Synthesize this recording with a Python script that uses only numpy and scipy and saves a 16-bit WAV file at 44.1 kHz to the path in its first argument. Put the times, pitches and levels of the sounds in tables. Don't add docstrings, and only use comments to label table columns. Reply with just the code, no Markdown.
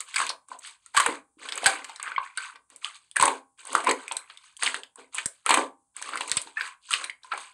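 import sys
import numpy as np
from scipy import signal
from scipy.fft import rfft, irfft
from scipy.io import wavfile
from scipy.ndimage import uniform_filter1d

SR = 44100
rng = np.random.default_rng(int(sys.argv[2]) if len(sys.argv) > 2 else 0)


def materialize(psi):
    bounded = np.clip(np.atleast_2d(psi).T, -1, 1)
    quanta = np.round(bounded * 32767).astype(np.int16)
    wavfile.write(sys.argv[1], SR, quanta)


N = 332073


def from_db(db):
    return 10 ** (np.asarray(db) / 20)


def rms_one(x):
    return x / np.sqrt(np.mean(x ** 2) + 1e-20)


def at_hz(points, hz):
    known_hz, values = np.transpose(points)
    return np.interp(np.log(np.maximum(hz, 1)), np.log(known_hz), values)


def response(spectrum, size=2048):
    level_db = at_hz(spectrum, np.fft.rfftfreq(size, 1 / SR))
    cepstrum = irfft(np.log(from_db(level_db)))
    cepstrum[1:size // 2] *= 2
    cepstrum[size // 2 + 1:] = 0
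    impulse = irfft(np.exp(rfft(cepstrum)))
    return rms_one(impulse) / np.sqrt(size)


def colour(x, spectrum):
    return signal.fftconvolve(x, response(spectrum))[:len(x)]


def own_colour(spectrum, spread_db, shift=1):
    hz, level_db = np.transpose(spectrum)
    return np.column_stack([hz * shift, level_db + spread_db * rng.standard_normal(len(hz))])


def add(out, s, sound):
    start = max(round(s * SR), 0)
    out[start:start + len(sound)] += sound[:max(N - start, 0)]


def resonator(hz, t60):
    r, w = from_db(-60 / (t60 * SR)), 2 * np.pi * hz / SR
    return [1 - r, 0, r - 1], [1, -2 * r * np.cos(w), r * r]


def hiss(level_db=-76.5):
    # frequency in Hz, relative level in dB per Hz.
    hiss_colour = [(20, -15), (60, 7), (150, 1.5), (500, -12.5), (1000, -0.5), (2000, -21), (5500, -15.5),
                   (8200, 3), (10500, -2.5), (12000, -44.5), (16000, -16.5)]
    return from_db(level_db) * rms_one(colour(rng.standard_normal(N), hiss_colour))


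def tear(t, noise, t60, rise_s, lumpy_db):
    lumps = rms_one(uniform_filter1d(noise[1], round(SR / 2000)))
    strength = from_db(lumpy_db * lumps - 60 * t / t60)
    return noise[0] * strength * (1 - np.exp(-(t / rise_s) ** 2))


def cavity(t, hz, t60, opening_cycles, rise):
    pitch = hz * (1 + rise * (np.tanh(t / t60 * 2) - .5))
    swell = 1 - np.exp(-(t * hz / opening_cycles) ** 2)
    return np.sin(2 * np.pi * np.cumsum(pitch) / SR) * swell * from_db(-60 * t / t60)


def pops(rows, tick_t60=0.022, crack_t60=0.048, upper_ratio=1.45, upper_db=-11, low_hz=170, size=2048):
    # frequency in Hz, relative level in dB per Hz.
    tick_colour = [(100, -46), (3000, -23.5), (5500, -14), (6500, -3.5), (7200, -5), (8000, 6), (9000, 2.5),
                   (10400, -7), (11000, -17), (11700, -55.5), (13400, -23.5), (15500, -47)]
    crack_colour = [(150, -35.5), (500, -13), (1500, 4.5), (3000, 4), (4600, 0.5), (5600, -19.5),
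                    (8000, -33.5)]
    level_span_s = .005
    usual_pocket_hz, crack_follows_pitch = 1400, 0.14
    skin_room_db, cavity_room_db = -0.5, 1

    direct, feed, t = np.zeros(N), np.zeros(N), np.arange(size) / SR
    chance = rng.standard_normal((len(rows), 4, size))
    scale = np.sqrt(level_span_s * SR / size)
    for (s, tick_db, crack_db, body_db, hz, t60), noise in zip(rows, chance):
        snap = tear(t, noise[:2], tick_t60, rise_s=0.00036, lumpy_db=9.0)
        snap = rms_one(colour(snap, own_colour(tick_colour, spread_db=3.0)))
        crack = tear(t, noise[2:], crack_t60, rise_s=0.0011, lumpy_db=3.0)
        shift = (hz / usual_pocket_hz) ** crack_follows_pitch
        crack = rms_one(colour(crack, own_colour(crack_colour, spread_db=4.5, shift=shift)))
        skin = from_db(tick_db) * snap + from_db(crack_db) * crack
        main, upper = [rms_one(cavity(t, hz * ratio, t60, opening_cycles=2.43, rise=0.14))
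                       for ratio in (1, upper_ratio)]
        ring = from_db(body_db) * (main + from_db(upper_db) * upper)
        add(direct, s, scale * (skin + ring))
        add(feed, s, scale * (from_db(skin_room_db) * skin + from_db(cavity_room_db) * ring))
    bass_cut = signal.butter(2, low_hz, "high", fs=SR, output="sos")
    return signal.sosfilt(bass_cut, np.array([direct, feed]) + 1e-18)


def effort():
    # time of greatest force in seconds, swell in seconds,
    # fade in seconds, then base levels in dB of the deep squelch, small bubbles and sticky crackle.
    presses = [(.005, 0.023, 0.032, -62, -44.5, -47), (.1, 0.052, 0.089, -84, -54, -48.5),
               (0.208, 0.075, 0.11, -51.5, -34.5, -33.5), (0.532, 0.051, 0.052, -57, -55, -53),
               (0.663, 0.058, 0.093, -77, -50, -44), (.88, 0.12, 0.16, -88, -75, -67),
               (0.978, 0.036, 0.18, -52, -31, -31), (1.094, 0.025, 0.098, -40, -38, -46.5),
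               (1.451, 0.065, 0.14, -53, -46, -46), (1.55, 0.06, 0.14, -51, -44.5, -47.5),
               (1.69, 0.089, 0.1, -43, -33.5, -33.5), (1.749, 0.12, 0.15, -50.5, -41.5, -46.5),
               (1.9, .04, 0.13, -74, -51, -52), (2.075, 0.087, 0.12, -62, -38.5, -51.5),
               (2.25, 0.054, .09, -81, -46.5, -53.5), (2.44, 0.088, 0.095, -80, -41.5, -44),
               (2.559, .04, 0.025, -67.5, -55.5, -72), (2.724, 0.032, 0.13, -67.5, -66.5, -62.5),
               (2.86, 0.045, 0.083, -78, -43.5, -43), (2.96, 0.036, 0.031, -85.5, -56, -48),
               (3.031, 0.11, 0.13, -91.5, -76, -66.5), (3.259, 0.1, 0.12, -33, -35, -36.5),
               (3.599, 0.022, 0.05, -71, -55, -50), (3.76, 0.13, 0.15, -43.5, -43.5, -40.5),
               (3.888, 0.052, 0.056, -27.5, -30, -43), (4.01, 0.1, 0.13, -55.5, -50, -51.5),
               (4.16, 0.15, 0.14, -70, -50, -59), (4.331, 0.086, 0.14, -91, -60.5, -60),
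               (4.46, .08, 0.12, -92, -62, -57), (4.658, 0.063, 0.11, -49, -37.5, -31.5),
               (4.77, 0.036, 0.056, -50.5, -63, -44.5), (4.99, 0.025, 0.088, -53.5, -55, -55.5),
               (5.181, 0.055, 0.09, -67, -44, -38.5), (5.35, .1, 0.17, -95, -73.5, -65.5),
               (5.52, 0.062, 0.12, -40.5, -26.5, -32.5), (5.59, .05, 0.083, -31, -37.5, -38.5),
               (5.986, 0.037, 0.074, -63, -50.5, -48), (6.075, .08, 0.15, -53.5, -46, -43.5),
               (6.15, 0.043, 0.045, -44.5, -38, -50), (6.225, 0.056, 0.071, -47, -48.5, -43.5),
               (6.29, .05, 0.21, -50.5, -46, -46), (6.38, 0.098, 0.095, -56.5, -55.5, -44.5),
               (6.48, 0.033, 0.082, -84, -61, -53.5), (6.601, 0.053, 0.14, -70, -39.5, -48.5),
               (6.66, 0.063, 0.07, -75.5, -43, -44), (6.87, 0.057, .04, -83, -74, -53),
               (6.94, 0.057, 0.092, -58.5, -38.5, -33), (7.02, 0.058, 0.091, -54.5, -41.5, -44.5),
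               (7.26, 0.041, .06, -70.5, -59, -59), (7.334, 0.023, 0.035, -47, -32, -48),
               (7.413, 0.12, 0.13, -68.5, -49, -47)]
    swing_db = 20 * np.array([[1.3], [1], [1]])
    swell_shape, fade_shape = 1.61, 1.09
    finger_lands_s, finger_lifts_s = 0.012, .05

    t = np.arange(0, N / SR, .002)
    power = np.full((3, len(t)), 1e-12)
    for s, swell_s, fade_s, *levels_db in presses:
        early, late = np.maximum(s - t, 0), np.maximum(t - s, 0)
        slack = (early / swell_s) ** swell_shape + (late / fade_s) ** fade_shape
        before = np.maximum(early - swell_s, 0) / finger_lands_s
        after = np.maximum(late - fade_s, 0) / finger_lifts_s
        drop_db = swing_db * np.minimum(slack + before + after, 10)
        power += from_db(np.array(levels_db)[:, None] - drop_db) ** 2
    return [np.interp(np.arange(N) / SR, t, 10 * np.log10(p)) for p in power]


def small_pops(bubbles_db, sticky_db, count=130):
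    low_hz, high_hz, cycles, spread_db = 950, 2980, 28, 1.5
    tick_db, crack_db, cavity_db = -1.5, -9, -2.5
    when, place = rng.random((2, count))
    skin_luck, pocket_luck = spread_db * np.clip(rng.standard_normal((2, count)), -2, 2)
    at = (when * N).astype(int)
    hz = low_hz * (high_hz / low_hz) ** place
    skin_db, pocket_db = sticky_db[at] + skin_luck, bubbles_db[at] + pocket_luck
    return np.column_stack([at / SR, skin_db + tick_db, skin_db + crack_db, pocket_db + cavity_db,
                            hz, cycles / hz])


def clicks(per_s, spread_db):
    sizes = from_db(spread_db * np.minimum(rng.exponential(1, N), 4))
    return sizes * rng.choice([-1, 1], N) * (rng.random(N) < per_s / SR)


def bubble_cloud(per_s, spread_db, low_hz, high_hz, cycles, count=24):
    bursts, dealt, out = clicks(per_s, spread_db), rng.integers(0, count, N), 0
    for k, hz in enumerate(np.geomspace(low_hz, high_hz, count)):
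        b, a = resonator(hz, cycles / hz)
        out = out + signal.sosfilt([b + a, b + a], bursts * (dealt == k) + 1e-18)
    return out


def steady(x, span_s):
    power = uniform_filter1d(x ** 2, int(span_s * SR))
    return x / np.sqrt(np.maximum(power, 0) + 1e-3 * np.mean(x ** 2))


def kneading(squelch_db, bubbles_db, sticky_db):
    # frequency in Hz, relative level in dB per Hz.
    squelch_colour = [(60, -28), (180, -17.5), (255, 0.5), (330, -3.5), (400, -0.5), (520, 0), (700, -3),
                      (1100, 10.5), (2500, -48)]
    bubbles_colour = [(450, -28), (750, -13), (1050, 5.5), (1300, 3.5), (1550, 4.5), (1850, -1.5),
                      (2300, 5.5), (3200, -13), (5000, -26)]
    sticky_colour = [(1500, -14), (2800, 3), (4600, 0.5), (5600, -14), (6500, -1), (7200, -6.5),
                     (8100, 4.5), (9200, -4.5), (10500, -15), (11700, -36), (13400, -38.5), (15500, -49)]
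    squelch = bubble_cloud(per_s=400, spread_db=4.0, low_hz=256.3, high_hz=900, cycles=2.8)
    bubbles = bubble_cloud(per_s=700, spread_db=2.0, low_hz=735, high_hz=3400, cycles=13)
    sticky = bubble_cloud(per_s=2000, spread_db=1.0, low_hz=2455, high_hz=11900, cycles=10)
    squelch = steady(colour(squelch, squelch_colour), span_s=0.08)
    bubbles = steady(colour(bubbles, bubbles_colour), span_s=0.051)
    sticky = steady(colour(sticky, sticky_colour), span_s=0.028)
    return (from_db(squelch_db + 1.0) * squelch
            + from_db(bubbles_db + 1.35) * bubbles
            + from_db(sticky_db - 0.05) * sticky)


def room(x, first_echo_s=0.0023, build_s=0.004, count=16):
    # frequency in Hz, level in dB.
    room_gain = [(100, -15), (190, -9), (260, 1), (340, 2), (600, 1), (1000, -7.5), (2000, -10),
                 (4000, -12.5), (8000, -12.5), (14000, -8.5)]
    # frequency in Hz, time to die by 60 dB in seconds.
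    room_t60 = [(150, 0.45), (400, 0.19), (1000, 0.23), (2800, 0.16), (8000, 0.18), (14000, 0.27)]
    t = np.arange(SR * 3 // 5) / SR
    hz, centres = np.fft.rfftfreq(len(t), 1 / SR), np.geomspace(100, 16000, count)
    noise, tail = rfft(rng.standard_normal(len(t))), 0
    onset = 1 - np.exp(-np.maximum(t - first_echo_s, 0) / build_s)
    for centre, share in zip(centres, np.eye(count)):
        band = irfft(noise * np.interp(hz, centres, share), len(t))
        decay = rms_one(onset * from_db(-60 * t / at_hz(room_t60, centre))) / np.sqrt(len(t))
        tail = tail + band * decay * from_db(at_hz(room_gain, centre))
    return signal.fftconvolve(x, tail)[:N]


def standing_waves(x):
    # frequency in Hz, relative level in dB, time to die by 60 dB in seconds.
    room_modes = [(264, 9, .3), (450, 0, .3), (525, 0, .28), (802, 0, .4), (907, -2, .28), (1007, 0, .3),
                  (1092, -1, .3), (1157, -3, .25), (1539, -4, .25), (2097, -5, .22), (2398, -6, .22)]
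    out = 0
    for hz, level_db, t60 in room_modes:
        b, a = resonator(hz, t60)
        out = out + from_db(level_db) * signal.lfilter(b, a, x)
    return out


def gloops():
    # start in seconds, level in dB ahead of swell and fade,
    # middle pitch in Hz, time to die by 60 dB in seconds.
    closing_folds = [(0.526, -41, 620, 0.026), (0.547, -42, 720, 0.04), (1.068, -28.5, 457, 0.12),
                     (1.087, -17, 317, 0.022), (1.369, -44.5, 309, 0.025), (1.67, -19.5, 765, 0.12),
                     (1.733, -45, 285, 0.12), (3.902, -32, 480, 0.048), (4.775, -38, 465, 0.031),
                     (4.984, -49, 556, 0.017), (5.259, -34, 626, 0.014), (5.013, -48, 280, 0.023),
                     (6.462, -33.5, 340, 0.013), (7.335, -27.5, 815, 0.046)]
    out, t = np.zeros(N), np.arange(SR // 8) / SR
    for s, level_db, hz, t60 in closing_folds:
        add(out, s, from_db(level_db) * cavity(t, hz, t60, opening_cycles=0.86, rise=-0.063))
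    return out


def slap_thumps(start_hz=230, end_hz=45, sink_s=0.0092):
    # start in seconds, starting level in dB, time to die by 60 dB in seconds.
    low_thumps = [(0.975, -43, 0.13), (1.062, -50, 0.098), (1.664, -37, 0.075), (2.181, -58, 0.13),
                  (3.2, -38, 0.092), (3.225, -40, 0.15), (3.891, -52, 0.15), (4.168, -55, 0.036),
                  (5.26, -29, 0.017), (5.5, -59, .12), (6.318, -47, .07), (6.369, -34.5, 0.048)]
    out, t = np.zeros(N), np.arange(SR // 5) / SR
    pitch = end_hz + (start_hz - end_hz) * np.exp(-t / sink_s)
    thump = np.sin(2 * np.pi * np.cumsum(pitch) / SR)
    for s, level_db, t60 in low_thumps:
        add(out, s, from_db(level_db - 60 * t / t60) * thump)
    return out


def scene():
    # start in seconds, tick level in dB, skin crack level in dB,
    # cavity level in dB, cavity pitch in Hz, time for the cavity to die by 60 dB in seconds.
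    large_pops = [(.0048, -29, -40, -48, 2150, 0.016), (0.1414, -37, -34, -34.5, 2280, 0.019),
                  (0.1587, -24.5, -21.5, -46, 2080, 0.033), (0.167, -38, -32, -23.5, 2300, 0.0051),
                  (.1816, -29, -50, -24.5, 2300, 0.012), (.189, -30, -41, -30, 1310, 0.011),
                  (0.2014, -33, -29, -21.5, 1200, 0.0064), (.215, -30, -34, -24.5, 1074, 0.019),
                  (0.266, -34, -32, -35, 2530, 0.013), (0.2921, -32, -28, -28.5, 4370, 0.01),
                  (0.3012, -42, -30.5, -32, 1020, 0.0048), (0.485, -48, -82, -52.5, 1130, 0.018),
                  (0.5152, -73, -70, -34, 1024, 0.016), (0.588, -41.5, -70, -68.5, 960, 0.013),
                  (.671, -44, -43.5, -61.5, 1490, .013), (0.861, -44.5, -57, -53.5, 1380, 0.043),
                  (0.9456, -41, -32.5, -32, 900, 0.032), (0.966, -24, -20.5, -19.5, 1636, 0.039),
                  (0.9723, -17, -16, -13.5, 1190, 0.072), (0.9991, -20, -19, -18.5, 1090, 0.03),
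                  (1.0608, -21.5, -18.5, -21.5, 985, 0.0098), (1.487, -39, -32, -35.5, 3420, 0.023),
                  (1.5218, -38, -30.5, -30.5, 3400, 0.0038), (1.5535, -34.5, -49, -42, 2270, .009),
                  (1.5764, -29.5, -31.5, -34.5, 1270, .0085), (1.632, -53, -55, -30, 714, 0.0076),
                  (1.6416, -30.5, -27, -40, 1180, 0.013), (1.6591, -23, -16, -13.5, 1600, .009),
                  (1.6637, -12.5, -18, -16.5, 1632, 0.048), (1.8438, -37.5, -37.5, -50.5, 1360, 0.023),
                  (1.894, -46, -41, -40.5, 900, 0.025), (1.96, -42.5, -47, -42.5, 4110, .007),
                  (1.997, -47, -39, -36.5, 1200, 0.019), (2.028, -30.5, -37.5, -55.5, 1660, .018),
                  (2.077, -60, -34.5, -30.5, 1550, 0.0048), (2.1167, -72, -41, -31.5, 1530, 0.027),
                  (2.1617, -71, -52, -26, 2260, 0.026), (2.1791, -70, -35.5, -19, 1106, 0.026),
                  (2.3733, -29.5, -30.5, -28.5, 1570, 0.06), (2.3817, -52, -41, -28, 1540, .016),
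                  (2.498, -62, -57, -42, 1400, .015), (2.556, -59, -46, -58.5, 1596, .005),
                  (2.701, -51.5, -58, -70.5, 1100, .01), (2.761, -42, -69, -66.5, 2080, .011),
                  (2.8455, -40, -37, -25.5, 3110, 0.0038), (3.113, -45, -58, -48.5, 3400, 0.0053),
                  (3.1592, -32.5, -33, -25, 2006, 0.053), (3.166, -21, -28, -18.5, 1670, 0.011),
                  (3.197, -23, -24.5, -21, 1040, 0.034), (3.21, -22, -21, -29, 1060, 0.011),
                  (3.225, -15.5, -29, -13, 1015, .017), (3.2325, -30, -19, -14.5, 1065, 0.025),
                  (3.2539, -17.5, -29, -24.5, 914, 0.062), (3.278, -29, -24, -18.5, 920, 0.0096),
                  (3.6504, -42, -64, -50, 1010, 0.0089), (3.6692, -36.5, -61, -60, 820, 0.034),
                  (3.73, -32, -45, -40, 1170, .02), (3.7508, -24, -29.5, -11, 1250, 0.005),
                  (3.779, -36, -48, -33, 1130, .008), (3.8024, -41, -34, -32, 960, 0.0033),
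                  (3.8402, -34, -40, -36, 716, 0.029), (3.8685, -35, -23, -16, 1045, 0.042),
                  (3.891, -26, -20.5, -29, 1060, 0.0037), (3.9108, -24, -27.5, -21.5, 2000, 0.0033),
                  (4.0797, -38.5, -55, -33.5, 2410, 0.0057), (4.1115, -68, -30, -32.5, 943, 0.011),
                  (4.1204, -29, -50.5, -36.5, 930, 0.0044), (4.1673, -24.5, -39.5, -33.5, 4140, 0.011),
                  (4.2982, -57, -41.5, -47.5, 1250, 0.014), (4.373, -50, -49, -45.5, 3670, 0.01),
                  (4.567, -42.5, -63.5, -47.5, 3270, .008), (4.6233, -40, -23.5, -32.5, 2430, 0.0055),
                  (4.6319, -21.5, -27.5, -28, 1120, 0.0036), (4.662, -39, -21, -24, 3080, 0.002),
                  (4.6757, -42, -47, -20.5, 2100, 0.0038), (4.7436, -34, -29.5, -25.5, 1630, 0.0028),
                  (4.834, -47.5, -48.5, -38, 3175, 0.0035), (4.9566, -44.5, -64.5, -54.5, 1050, 0.027),
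                  (5.145, -28, -45, -41.5, 1130, .005), (5.1821, -35, -24.5, -30.5, 2370, 0.0071),
                  (5.2573, -21, -38.5, -41, 1610, 0.0065), (5.4618, -23, -25, -21, 1347, 0.032),
                  (5.4905, -22, -21.5, -20, 973, 0.017), (5.5058, -20, -19, -14.5, 1020, 0.0027),
                  (5.507, -37, -17, -23.5, 1160, 0.0042), (5.5402, -18, -16, -16.5, 1070, 0.013),
                  (5.573, -28, -27, -19, 950, 0.0025), (5.9654, -34, -46, -49.5, 2140, 0.006),
                  (6.015, -41.5, -53, -41.5, 1010, 0.0053), (6.0243, -31.5, -39, -38.5, 1610, 0.0062),
                  (6.089, -43, -39, -36, 1140, 0.0093), (6.134, -58, -38, -30.5, 1400, 0.0075),
                  (6.156, -38, -38, -28, 1300, 0.0048), (6.1727, -35.5, -34.5, -32.5, 2140, 0.011),
                  (6.208, -33.5, -26, -29.5, 990, 0.0074), (6.2776, -35, -54, -60, 870, .013),
                  (6.296, -33, -51, -37.5, 4100, 0.006), (6.3156, -20, -26, -24.5, 4080, .003),
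                  (6.369, -17.5, -23, -37.5, 2470, 0.0023), (6.4156, -31.5, -55, -49.5, 3340, .008),
                  (6.471, -62, -45, -44.5, 920, 0.018), (6.5695, -79, -43, -22, 1847, 0.094),
                  (6.6085, -56.5, -31, -24, 1630, 0.013), (6.9071, -30.5, -38, -28, 1370, 0.036),
                  (6.9157, -31.5, -36, -32.5, 3400, 0.011), (6.9292, -27, -25.5, -30, 1214, 0.038),
                  (6.9374, -26.5, -25, -17.5, 2770, 0.0033), (7.041, -31.5, -32.5, -33, 4080, 0.0097),
                  (7.0966, -46, -41.5, -29, 2160, 0.009), (7.233, -57, -54.5, -49, 4000, .011),
                  (7.244, -55, -56, -45, 1040, 0.053), (7.317, -68.5, -30.5, -23.5, 1380, 0.054),
                  (7.376, -41, -39.5, -37.5, 1080, 0.0075)]
    texture_direct_db, texture_room_db = 0.5, 1
    standing_db = 0.5

    squelch_db, bubbles_db, sticky_db = effort()
    texture = kneading(squelch_db, bubbles_db, sticky_db)
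    folds = gloops()
    direct, feed = pops(np.vstack([large_pops, small_pops(bubbles_db, sticky_db)]))
    feed = feed + folds + from_db(texture_room_db) * texture
    echo = room(feed) + from_db(standing_db) * standing_waves(feed)
    mix = direct + folds + from_db(texture_direct_db) * texture + echo + slap_thumps() + hiss()
    return mix[None]


def record(dry, top=0.72, treble_hz=14800, cutoff_hz=15600):
    rounded = top * np.tanh(dry / top)
    rolled_off = signal.sosfilt(signal.butter(4, treble_hz, fs=SR, output="sos"), rounded)
    return signal.sosfilt(signal.ellip(10, .1, 80, cutoff_hz, fs=SR, output="sos"), rolled_off)


dry = scene()
out = record(dry)
materialize(out)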